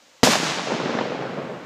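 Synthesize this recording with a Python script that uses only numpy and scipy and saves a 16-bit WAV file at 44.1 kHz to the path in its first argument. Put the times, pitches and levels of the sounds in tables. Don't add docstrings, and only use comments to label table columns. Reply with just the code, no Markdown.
import sys
import numpy as np
from scipy import signal
from scipy.fft import rfft, irfft, next_fast_len
from scipy.io import wavfile

SR = 44100
rng = np.random.default_rng(int(sys.argv[2]) if len(sys.argv) > 2 else 0)


def int16_out(signal):
    q = np.round(np.clip(np.atleast_2d(signal).T, -1, 1) * 32767)
    wavfile.write(sys.argv[1], SR, q.astype(np.int16))


N = 72765

# (time [s], level [dB], length [ms])
SHOCK_FRONTS = [(.2322, 3, .35), (.2353, -5, .4), (.2363, 4, 1.0)]
# (frequency [Hz], level [dB], time to fall 60 dB [s])
BOOM_TONES = [(258, -6, 0.11), (462, -4, 0.039), (724.4, -5, 0.025), (920, -25, 0.035), (144, -6.5, 0.052)]
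# (time [s], level [dB], length [ms], treble edge [Hz])
SLAPS = [(0.2727, -1, 1.17, 1800), (0.2859, -5, 3.95, 400), (0.3343, -6, 0.55, 7000),
         (0.3554, -9, 1.28, 5000), (0.4, -15, 2.1, 1800), (.431, -11, 2.65, 900), (.469, -23, 1, 1830),
         (0.497, -15, 1.3, 1800), (.586, -15, 1.34, 2500), (.595, -14, 0.85, 6000),
         (.672, -14.5, 1.45, 1500), (0.7063, -17, 2, 1200), (0.7201, -8, 2.1, 900),
         (0.742, -14, 3.05, 1100), (0.801, -11.5, 2, 1510), (.835, -15.5, 2.66, 1100),
         (.859, -13.5, 2.6, 1000), (0.894, -15.5, 4, 800), (0.907, -19, 3.4, 800),
         (.938, -17.5, 2.86, 1100), (0.9513, -10.5, 2.6, 900), (0.988, -7.5, 1.63, 2010),
         (0.989, -9.5, 3, 1500), (1.0059, -27, 1.1, 2050), (1.0112, -7.5, 2.01, 1800),
         (1.055, -14, 1.5, 1400), (1.12, -14, 1.5, 1200), (1.148, -16, 2.4, 1000),
         (1.223, -14.5, 1.05, 1100), (1.253, -16.5, 1.3, 1100), (1.295, -21, 2.4, 1000),
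         (1.385, -17, 2.86, 1000), (1.497, -18.5, 1.7, 987)]
# (time [s], level [dB])
WASH_ENVELOPE = [(0.24, -18.5), (0.298, -25), (0.32, -21.5), (0.398, -31), (0.442, -28), (0.632, -35.5),
                 (0.964, -39.5), (1.64, -57)]
# (frequency [Hz], level [dB])
WASH_EQ = [(40, -37.5), (90, -15), (170, 4.5), (270, 2.5), (450, -1.5), (700, 1), (1400, -.5), (2600, -1.5),
           (4500, -1.5), (6800, -2), (9000, -12), (15000, -21)]
# (time [s], level [dB], time to fall 60 dB [s])
TREE_LINE_ROLLS = [(0.274, -28, 0.8), (0.711, -26.5, 1.4), (0.852, -28, 2.8), (.94, -29, 1.0),
                   (1.21, -29.5, 2), (1.38, -30.5, 1.23)]
# (frequency [Hz], level [dB])
ROLL_EQ = [(35, -39.5), (70, -31), (135, 1), (250, 0), (340, -2), (470, 4.5), (800, -6), (1500, -10),
           (3000, -23.5), (6000, -51), (15000, -78)]
# (frequency [Hz], level [dB])
AMBIENCE_EQ = [(30, -21), (70, -12), (140, -6), (250, -1.5), (440, -3), (535, 5), (640, -1), (1000, -1),
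               (3600, -4), (7000, -6), (10000, -23.5), (15000, -24.5)]
# (frequency [Hz], level [dB])
MIC_EQ = [(25, -52.5), (60, -18), (110, -9), (190, -1), (600, -0.5), (2600, 2), (5400, 11), (7300, 7),
          (9500, -17), (15000, -15)]

BLAST_S = .2322
AIR_DB_PER_S, AIR_POWER = 1.89, 1.404


def tank_burst():
    age = np.maximum(np.arange(N) / SR - BLAST_S, 0)
    crack = undb(-3) * sum(n_wave(*front, edge_hz=9000) for front in SHOCK_FRONTS)
    boom = sum(undb(db - 60 * age / t60) * np.sin(2 * np.pi * hz * age) for hz, db, t60 in BOOM_TONES)
    return equalise(crack - boom, MIC_EQ)


def slap_echoes():
    t = np.arange(SR // 10) / SR
    tail_t60_s = .06
    tail = rng.standard_normal(len(t)) * undb(-60 * t / tail_t60_s)
    clean = sum(n_wave(*slap) for slap in SLAPS)
    diffuse = signal.fftconvolve(clean, tail / np.linalg.norm(tail))[:N]
    slaps = undb(-1.5) * clean + undb(-4.5) * diffuse
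    return undb(3) * air_damping(equalise(slaps, MIC_EQ), ref_hz=400)


def bush_wash():
    t = np.arange(N) / SR
    attack = np.clip((t - BLAST_S) / .0051, 0, 1)
    envelope = undb(np.interp(t, *np.array(WASH_ENVELOPE).T))
    wash = unit_rms(equalise(reflections(per_s=9000, scatter_db=2.5), WASH_EQ))
    return undb(4.5) * air_damping(wash, ref_hz=3980) * envelope * attack


def forest_roll():
    t = np.arange(N) / SR
    rise_s = .05
    power = 0
    for arrival, db, t60 in TREE_LINE_ROLLS:
        swell = np.clip(1 + (t - arrival) / rise_s, 0, 1)
        decay = undb(db - 60 * np.maximum(t - arrival, 0) / t60)
        power += (swell * decay) ** 2
    rumble = unit_rms(equalise(reflections(per_s=1100, scatter_db=1.5), ROLL_EQ))
    return air_damping(rumble, ref_hz=400) * np.sqrt(power)


def ambience():
    return undb(-54.5) * unit_rms(equalise(rng.standard_normal(N), AMBIENCE_EQ))


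def n_wave(start_s, db, length_ms, edge_hz):
    age = np.arange(N) - start_s * SR
    length = length_ms / 1000 * SR
    gate = np.clip(age, 0, 1) * np.clip(length - age, 0, 1)
    pressure = gate * (1 - 2 * age / length)
    return undb(db) * signal.lfilter(*signal.butter(1, edge_hz, fs=SR), pressure + 1e-18)


def reflections(per_s, scatter_db):
    arrives = rng.random(N) < per_s / SR
    polarity = rng.choice([-1, 1], N)
    strength = undb(scatter_db * np.clip(rng.standard_normal(N), -2, 2))
    return arrives * polarity * strength


def air_damping(x, ref_hz):
    travel_s = np.maximum(np.arange(N) / SR - BLAST_S, 0)
    centres_hz = np.geomspace(500, 16000, 12)
    loss_db_per_s = AIR_DB_PER_S * ((centres_hz / 1000) ** AIR_POWER - (ref_hz / 1000) ** AIR_POWER)
    size = next_fast_len(N + N // 8, real=True)
    f, spectrum = np.fft.rfftfreq(size, 1 / SR), rfft(x, size)
    bands = (irfft(spectrum * np.interp(f, centres_hz, solo))[:N] for solo in np.eye(len(centres_hz)))
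    return sum(band * undb(-loss * travel_s) for band, loss in zip(bands, loss_db_per_s))


def equalise(x, points):
    size = 2 * next_fast_len(N // 2 + N // 16, real=True)
    hz, db = np.array(points).T
    f = np.maximum(np.fft.rfftfreq(size, 1 / SR), 1)
    gain = undb(np.interp(np.log(f), np.log(hz), db))
    cepstrum = irfft(np.log(gain))
    cepstrum[1:size // 2] *= 2
    cepstrum[size // 2 + 1:] = 0
    return irfft(rfft(x, size) * np.exp(rfft(cepstrum)))[:N]


def undb(db):
    return 10 ** (np.asarray(db) / 20)


def unit_rms(x):
    return x / np.sqrt(np.mean(x ** 2))


def scene():
    mono = tank_burst() + bush_wash() + forest_roll() + slap_echoes() + ambience()
    return np.array([mono, mono])


def record(dry):
    top_cut = signal.ellip(10, .2, 80, 15400, fs=SR, output="sos")
    return signal.sosfilt(top_cut, np.tanh(dry))


dry = scene()
out = record(dry)
int16_out(out)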